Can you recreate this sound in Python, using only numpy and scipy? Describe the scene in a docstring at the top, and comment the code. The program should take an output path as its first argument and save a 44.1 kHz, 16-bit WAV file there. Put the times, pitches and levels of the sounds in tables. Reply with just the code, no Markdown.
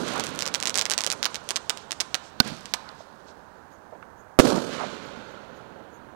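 """A roman candle outdoors at night. Over the murmur of the land, a shell that has just burst rolls away
while its stars fizz and crackle, each crack a tiny shock wave. At 2.4 s the tube fires the next shot:
a ringing snap, a thump and a rush of gas. Two seconds later that shell bursts overhead, echoes off the
land and leaves its stars fizzing, with faint insect-like chirps underneath.
One microphone, overloaded by the bangs, feeds the right channel only."""
import sys
import numpy as np
from scipy import signal
from scipy.io import wavfile

SR = 44100
rng = np.random.default_rng(int(sys.argv[2]) if len(sys.argv) > 2 else 0)


def to_wav(s):
    """Save 16-bit WAV."""
    ch = np.atleast_2d(s).T  # columns
    pcm = np.round(np.clip(ch, -1, 1) * 32767)  # PCM
    wavfile.write(sys.argv[1], SR, pcm.astype(np.int16))


N = 271215

# Levels are mix settings ahead of the preamp; a spectrum sets tone colour only.
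# murmur of the open land: f/Hz, level/dB
NIGHT_SPECTRUM = [(25, -19), (82, -2.5), (111, -8), (340, -7.5), (545, -6.5), (900, -3.5), (1250, -9.5),
                  (1560, -8), (2200, -24.5), (5000, -41), (6400, -32.5), (7600, -38.5), (16000, -43)]
# shell bursts, the first just before the scene opens: t/s, roll level/dB, fizz level/dB
SHELL_BURSTS = [(-.255, -21, -34), (4.3892, -23, -37)]
# rolling echo from near slopes: f/Hz, level/dB
NEAR_ROLL_SPECTRUM = [(40, -32), (118, -16.5), (170, -6.5), (300, -9.5), (430, -5.5), (620, -11.5),
                      (780, -22.5), (1400, -20), (1900, -32.5), (4400, -24.5), (5000, -28), (6600, -29),
                      (11600, -41), (16000, -58)]
# tones that stand out in the near roll: f/Hz, width/octaves, boost/dB
NEAR_ROLL_PEAKS = [(252, 0.12, 8.5), (531.4, 0.038, 6), (1350, 0.06, 2.5)]
# rolling echo from far slopes: f/Hz, level/dB
FAR_ROLL_SPECTRUM = [(40, -22), (130, -3), (230, 1.5), (350, -3.5), (550, 2), (780, -7), (1000, -4),
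                     (1150, -13), (1430, -1.5), (1900, -17.5), (4400, -17.5), (5000, -28.5), (6500, -23),
                     (16000, -44.5)]
# fizz of burning stars: f/Hz, level/dB
FIZZ_SPECTRUM = [(600, -24.5), (1100, 1.5), (1500, -1), (1900, -3.5), (3000, -2.5), (4400, -4), (5000, -9),
                 (6500, -9), (10000, -23), (16000, -42.5)]
# loud cracks of the stars: t/s, level/dB
STAR_CRACKS = [(0.0806, -24), (0.1975, -10.0), (0.2386, -14.5), (0.2683, -16.0), (0.391, -12.0),
               (0.4075, -14), (0.4231, -9), (0.4563, -16.5), (0.464, -12), (0.4771, -12.5), (0.5414, -10.0),
               (0.5475, -5), (0.6022, -15.0), (0.6269, -9), (0.6561, -9), (0.673, -6), (0.696, -9),
               (0.7433, -14), (0.7561, -5), (0.7757, -5), (0.7859, -5), (0.7938, -7.5), (0.8131, -4.5),
               (0.855, -9), (0.8993, -8.5), (0.9092, -9), (0.9161, -4), (0.9367, -10), (0.9793, -2),
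               (1.0073, -9), (1.0378, -10.0), (1.0463, -13.5), (1.0651, -3.0), (1.1022, -9), (1.117, -10.5),
               (1.1264, -10.5), (1.2291, -6), (1.245, -11.5), (1.2553, -2), (1.3451, -14), (1.3567, -14.5),
               (1.4902, -12.5), (1.5069, -6.5), (1.5595, -9.5), (1.5641, -8.5), (1.6965, -1.5),
               (1.774, -21.5), (1.9089, -15.5), (1.919, -10), (2.0027, -12.5), (2.0067, -3.5),
               (2.1446, -2.5), (2.657, -20.5), (2.7385, -2)]
# haze that grass and trees return after a crack: f/Hz, level/dB
HAZE_SPECTRUM = [(200, -10.5), (1000, 13), (2000, 1.5), (4200, -0.5), (5000, -5), (6500, -4.5), (10000, -4),
                 (16000, -17)]
# hissy slaps of a crack off tree lines: delay/s, level/dB, half-width/s
CRACK_SLAPS = [(.265, -69, .035), (.554, -67, .025)]
# diffuse slaps of a burst off far tree lines: delay/s, level/dB, f/Hz, half-width/s
BURST_SLAPS = [(.052, -21.5, 315, 0.015), (0.093, -42, 6000, 0.016), (.158, -27.5, 300, .04),
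               (.15, -33, 814, 0.053), (.42, -33, 1000, 0.023), (.454, -33, 710, 0.014),
               (1.43, -49.5, 496, 0.082)]
# brief ring of the crack at the muzzle: f/Hz, level/dB, t60/s
MUZZLE_RING = [(3700, -7.5, .012), (4400, 1, .012), (5315, -11, .014)]
# echo of the launch from things nearby: f/Hz, level/dB
LAUNCH_ECHO_SPECTRUM = [(50, -19), (130, -7.5), (215, 0), (400, -17), (580, -7.5), (783, -12), (1540, -12),
                        (2210, -16.5), (4450, -14.5), (10900, -35.5), (16000, -51.5)]
# diffuse slaps of the launch: delay/s, level/dB, f/Hz, half-width/s
LAUNCH_TREE_SLAPS = [(.115, -41, 200, 0.038), (.07, -45.5, 560, 0.022), (0.48, -49.5, 1150, 0.058)]
# faint pops far away: t/s, level/dB, f/Hz, t60/s
DISTANT_POPS = [(2.89, -32, 3370, 0.011), (3.005, -37.5, 616, 0.04), (3.922, -42, 560, 0.2),
                (3.949, -43, 730, 0.086), (4.026, -37, 1300, 0.036)]
# thin chirps: t/s, level/dB
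THIN_CHIRPS = [(3.736, -71.5), (4.201, -71.5), (5.064, -68), (5.312, -73), (5.57, -71), (5.95, -69)]
# the two bands of a chirp: low f/Hz, high f/Hz, level/dB
CHIRP_BANDS = [(6200, 6900, 2.5), (11000, 12700, -6)]
# a burst's shock wave, direct, off the ground and off far obstacles:
# delay/s, level/dB, length/s, low-pass f/Hz
SHOCK_PATHS = [(0, 8.5, 0.0016, 9200), (.0033, -8.5, 0.00186, 1490), (.0076, 13.5, 0.00177, 5030),
               (0.0103, 0, 0.00255, 2500), (0.065, -10, 0.0028, 1800), (.081, -12.5, .0035, 3980),
               (.168, -25, 0.0031, 910), (.191, -15, 0.00267, 1000)]

LAUNCH_S = 2.4013


def from_db(db):
    """Decibels to gain."""
    return 10 ** (np.asarray(db) / 20)


def rms_one(x):
    """Scale to rms 1."""
    return x / np.sqrt(np.mean(x ** 2) + 1e-20)


def since(s):
    """Seconds elapsed since a cue, for every sample."""
    return np.arange(N) / SR - s


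def cut(x, hz, kind, order=2):
    """Butterworth filter."""
    sections = signal.butter(order, np.clip(hz, 10, .45 * SR), kind, fs=SR, output="sos")
    return signal.sosfilt(sections, x + 1e-18)


def add(out, s, sound):
    """Mix in a short sound at its cue; cues before time zero are skipped."""
    i = round(s * SR)
    if i >= 0:
        out[i:i + len(sound)] += sound[:N - i]


def noise(spectrum, start_s=0, dulling=0, peaks=()):
    """Coloured noise that darkens from start_s on, by `dulling` dB per kHz each second."""
    hz, s, frames = signal.stft(rng.standard_normal(N), SR, nperseg=2048)
    octave, points = np.log2(hz + 1), np.array(spectrum)
    db = np.interp(octave, np.log2(points[:, 0]), points[:, 1])
    for peak_hz, width, peak_db in peaks:
        db = db + peak_db * np.exp(-((octave - np.log2(peak_hz)) / width) ** 2)
    loss_db = dulling * np.outer(hz / 1000, np.maximum(s - start_s, 0))
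    gain = rms_one(from_db(db))[:, None] * from_db(-loss_db)
    return signal.istft(frames * gain)[1][:N]


def tail(s, rise_s, db_per_decade, db_per_s=0):
    """Envelope: a linear attack, then a fall with each tenfold of time and an optional steady fade."""
    t = np.maximum(since(s), 0)
    age = t / rise_s
    return np.minimum(age, 1) * from_db(-db_per_decade * np.log10(np.maximum(age, 1)) - db_per_s * t)


def flutter(depth_db, rate_hz):
    """Random swelling and sinking of a level."""
    return from_db(depth_db * rms_one(cut(rng.standard_normal(N), rate_hz, "low")))


def puff(t, band_hz, db, t60):
    """Band noise with an instant attack that dies away."""
    return rms_one(cut(rng.standard_normal(len(t)), band_hz, "band")) * from_db(db - 60 * t / t60)


def swell(s, db, band_hz, half_width_s):
    """Band noise that fades in and out around a cue."""
    band = rms_one(cut(rng.standard_normal(N), band_hz, "band"))
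    return from_db(db) * band * np.exp(-(since(s) / half_width_s) ** 2)


def n_wave(t, length_s):
    """A shock wave: pressure jumps up, falls through zero and jumps back."""
    phase = np.clip(t / length_s, 0, 1)
    return np.diff(phase * (1 - phase), prepend=0) * length_s * SR   # mean pressure over each sample


def ring(x, hz, t60):
    """A resonator: a click sets a decaying sine ringing."""
    r, w = from_db(-60 / (t60 * SR)), 2 * np.pi * hz / SR
    return signal.lfilter([0, np.sin(w)], [1, -2 * r * np.cos(w), r * r], x + 1e-18)


def night():
    """The bed: a steady, distant murmur of open land."""
    return from_db(-52) * noise(NIGHT_SPECTRUM)


def roll(burst_s, level_db, near_s=.54):
    """Echoes pile into a lumpy roll as more land answers, then sink as far slopes take over from near."""
    near_share = np.exp(-(since(burst_s) / near_s) ** 2)
    near = np.sqrt(near_share) * noise(NEAR_ROLL_SPECTRUM, burst_s, dulling=1, peaks=NEAR_ROLL_PEAKS)
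    far = np.sqrt(1 - near_share) * noise(FAR_ROLL_SPECTRUM, burst_s, dulling=1.57)
    envelope = from_db(level_db) * tail(burst_s, rise_s=.078, db_per_decade=21.5)
    return envelope * (near + far) * flutter(depth_db=2, rate_hz=74.2)


def burning(burst_s, level_db, catch_s=.28):
    """Envelope of the stars: they catch just after the burst, flare up and burn down."""
    return from_db(level_db) * tail(burst_s + catch_s, rise_s=.06, db_per_decade=7, db_per_s=10)


def fizz(burst_s, level_db):
    """The burning stars fizz, duller as they fly apart."""
    hiss = noise(FIZZ_SPECTRUM, burst_s, dulling=1.76)
    return burning(burst_s, level_db) * hiss * flutter(depth_db=1.5, rate_hz=410)


def sparks(envelope, per_s, level_db):
    """Tiny grains pop at random, bright ticks that ride the given envelope."""
    sizes = from_db(5.8 * np.minimum(rng.exponential(1, N), 3))
    clicks = (rng.random(N) < per_s / SR) * sizes * envelope
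    return from_db(level_db) * cut(clicks, [3000, 9000], "band")


def grains(climax_s=.8, half_width_s=.8):
    """Crackle cues (t/s, level/dB): a crack may set off a weaker grain, most surely at the climax."""
    cues = []
    for s, db in STAR_CRACKS:
        luck, wait_s, offset_db = rng.random(), rng.uniform(.0032, .011), rng.normal(-14.5, 3)
        cues.append((s, db))
        if luck < np.exp(-((s - climax_s) / half_width_s) ** 2):
            cues.append((s + wait_s, db + offset_db))
    return cues


def crackle(shock_s=.00012, gas_s=.00022, direct_db=.82, ground_db=-9):
    """Each grain explodes as a tiny shock wave with a puff of gas; the ground bounces it back."""
    out, t = np.zeros(N), np.arange(SR // 16) / SR
    for s, db in grains():
        bounce_s = .0078 - .0011 * s + .0008 * rng.standard_normal()   # ever sooner as the stars sink
        size, force = np.exp(rng.normal(0, [.15, .4]))
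        gas = .15 * force * (1 - t / gas_s) * np.exp(-t / gas_s)
        snap = cut(n_wave(t, shock_s * size) + gas, 8700, "low")
        scatter = puff(t, [2600, 7500], db=-17.5, t60=.0086)   # off things close to the microphone
        crack = snap / np.abs(snap).max() + scatter
        # the ground scatters it longer, with more body
        grass = puff(t, [500, 1800], db=-17, t60=.038) + puff(t, [2200, 7000], db=-17, t60=.038)
        bounce = cut(crack, 6000, "low", order=1) + grass
        add(out, s, from_db(db + direct_db) * crack)
        add(out, s + bounce_s, from_db(db + ground_db) * bounce)
    return out


def land_echo(cracks):
    """Grass and trees send back a faint haze that dulls with distance, and two soft slaps."""
    envelope = from_db(-52) * tail(0, rise_s=.02, db_per_decade=14, db_per_s=2)
    haze = envelope * noise(HAZE_SPECTRUM, dulling=2.5)
    slaps = sum(swell(delay, db, [2800, 8900], width) for delay, db, width in CRACK_SLAPS)
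    return signal.fftconvolve(cracks, (haze + slaps)[:SR])[:N]


def tree_slaps(bang_s, slaps):
    """Tree lines smear the echoes of a bang into swells of noise."""
    swells = sum(swell(bang_s + delay, db, [hz / 1.58, hz * 1.35], width)
                 for delay, db, hz, width in slaps)
    return (since(bang_s) > 0) * swells


def launch(gap_s=.001):
    """The lift charge: a ringing double crack at the muzzle, the thump and rush of gas leaving the tube."""
    out, t = np.zeros(N), np.arange(SR // 8) / SR
    click = signal.unit_impulse(len(t))
    crack = sum(from_db(db) * ring(click, hz, t60) for hz, db, t60 in MUZZLE_RING)
    tube_ring = from_db(-13) * ring(click, hz=1500, t60=.035)   # the air in the tube
    rush = puff(t, [300, 3500], db=-18, t60=.025)
    thump = from_db(-14) * ring(click, hz=230, t60=.035)   # the air column's low note
    push = from_db(-19) * cut(n_wave(t, length_s=.0049), 480, "low")   # expanding gas, bass only
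    ground_scatter = puff(t, [200, 600], db=-30, t60=.08)
    add(out, LAUNCH_S, crack + tube_ring + ground_scatter)
    add(out, LAUNCH_S + gap_s, crack + rush - thump - push)
    return out


def launch_echo():
    """The surroundings answer the launch, brightening as they fade, while sparks spit from the tube."""
    envelope = from_db(-37.5) * tail(LAUNCH_S, rise_s=.076, db_per_decade=28.5)
    wash = noise(LAUNCH_ECHO_SPECTRUM, LAUNCH_S, dulling=-.5) * flutter(depth_db=2, rate_hz=220)
    slaps = tree_slaps(LAUNCH_S, LAUNCH_TREE_SLAPS)
    return envelope * wash + slaps + sparks(envelope, per_s=100, level_db=8.5)


def far_pops(band_ratio=1.28):
    """Faint pops in the distance, each a narrow puff of noise."""
    out, t = np.zeros(N), np.arange(SR // 4) / SR
    for s, db, hz, t60 in DISTANT_POPS:
        add(out, s, puff(t, [hz / band_ratio, hz * band_ratio], db, t60))
    return out


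def chirps():
    """Thin chirps, as of an insect: short swells in two high bands."""
    return sum(swell(s, db + band_db, [low, high], half_width_s=.025)
               for s, db in THIN_CHIRPS for low, high, band_db in CHIRP_BANDS)


def bang(burst_s):
    """The shell's shock wave arrives along every path, with scatter for body and sizzle."""
    out, t = np.zeros(N), np.arange(SR // 8) / SR
    for delay, db, length_s, top_hz in SHOCK_PATHS:
        body = puff(t, [200, 620], db=-23, t60=.046)
        sizzle = puff(t, [1200, 10000], db=-27, t60=.058)
        low_cut_hz = 170 if delay > .03 else 110   # far obstacles return less deep bass
        wave = cut(n_wave(t, length_s) + body + sizzle, low_cut_hz, "high")
        add(out, burst_s + delay, from_db(db) * cut(wave, top_hz, "low", order=1))
    return out


def scene():
    """Everything reaches one microphone, on the right channel; only the first shell's stars crackle."""
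    first_s, _, first_fizz_db = SHELL_BURSTS[0]
    cracks = crackle() + sparks(burning(first_s, first_fizz_db), per_s=130, level_db=11)
    shells = sum(bang(s) + tree_slaps(s, BURST_SLAPS) + roll(s, roll_db) + fizz(s, fizz_db)
                 for s, roll_db, fizz_db in SHELL_BURSTS)
    firework = shells + cracks + land_echo(cracks) + launch() + launch_echo()
    ambience = night() + far_pops() + chirps()
    return np.stack([np.zeros(N), firework + ambience])


def record(dry, preamp_db=6, hiss_db=-93, top_hz=16500):
    """The preamp clips the bangs and adds a trace of hiss; the top end is cut."""
    clipped = np.clip(dry * from_db(preamp_db), -.9, .9)
    hiss = from_db(hiss_db) * rng.standard_normal((2, N))
    low_pass = signal.firwin(129, top_hz, fs=SR)
    return signal.fftconvolve(clipped + hiss, low_pass[None], "same", axes=1)


dry = scene()
out = record(dry)
to_wav(out)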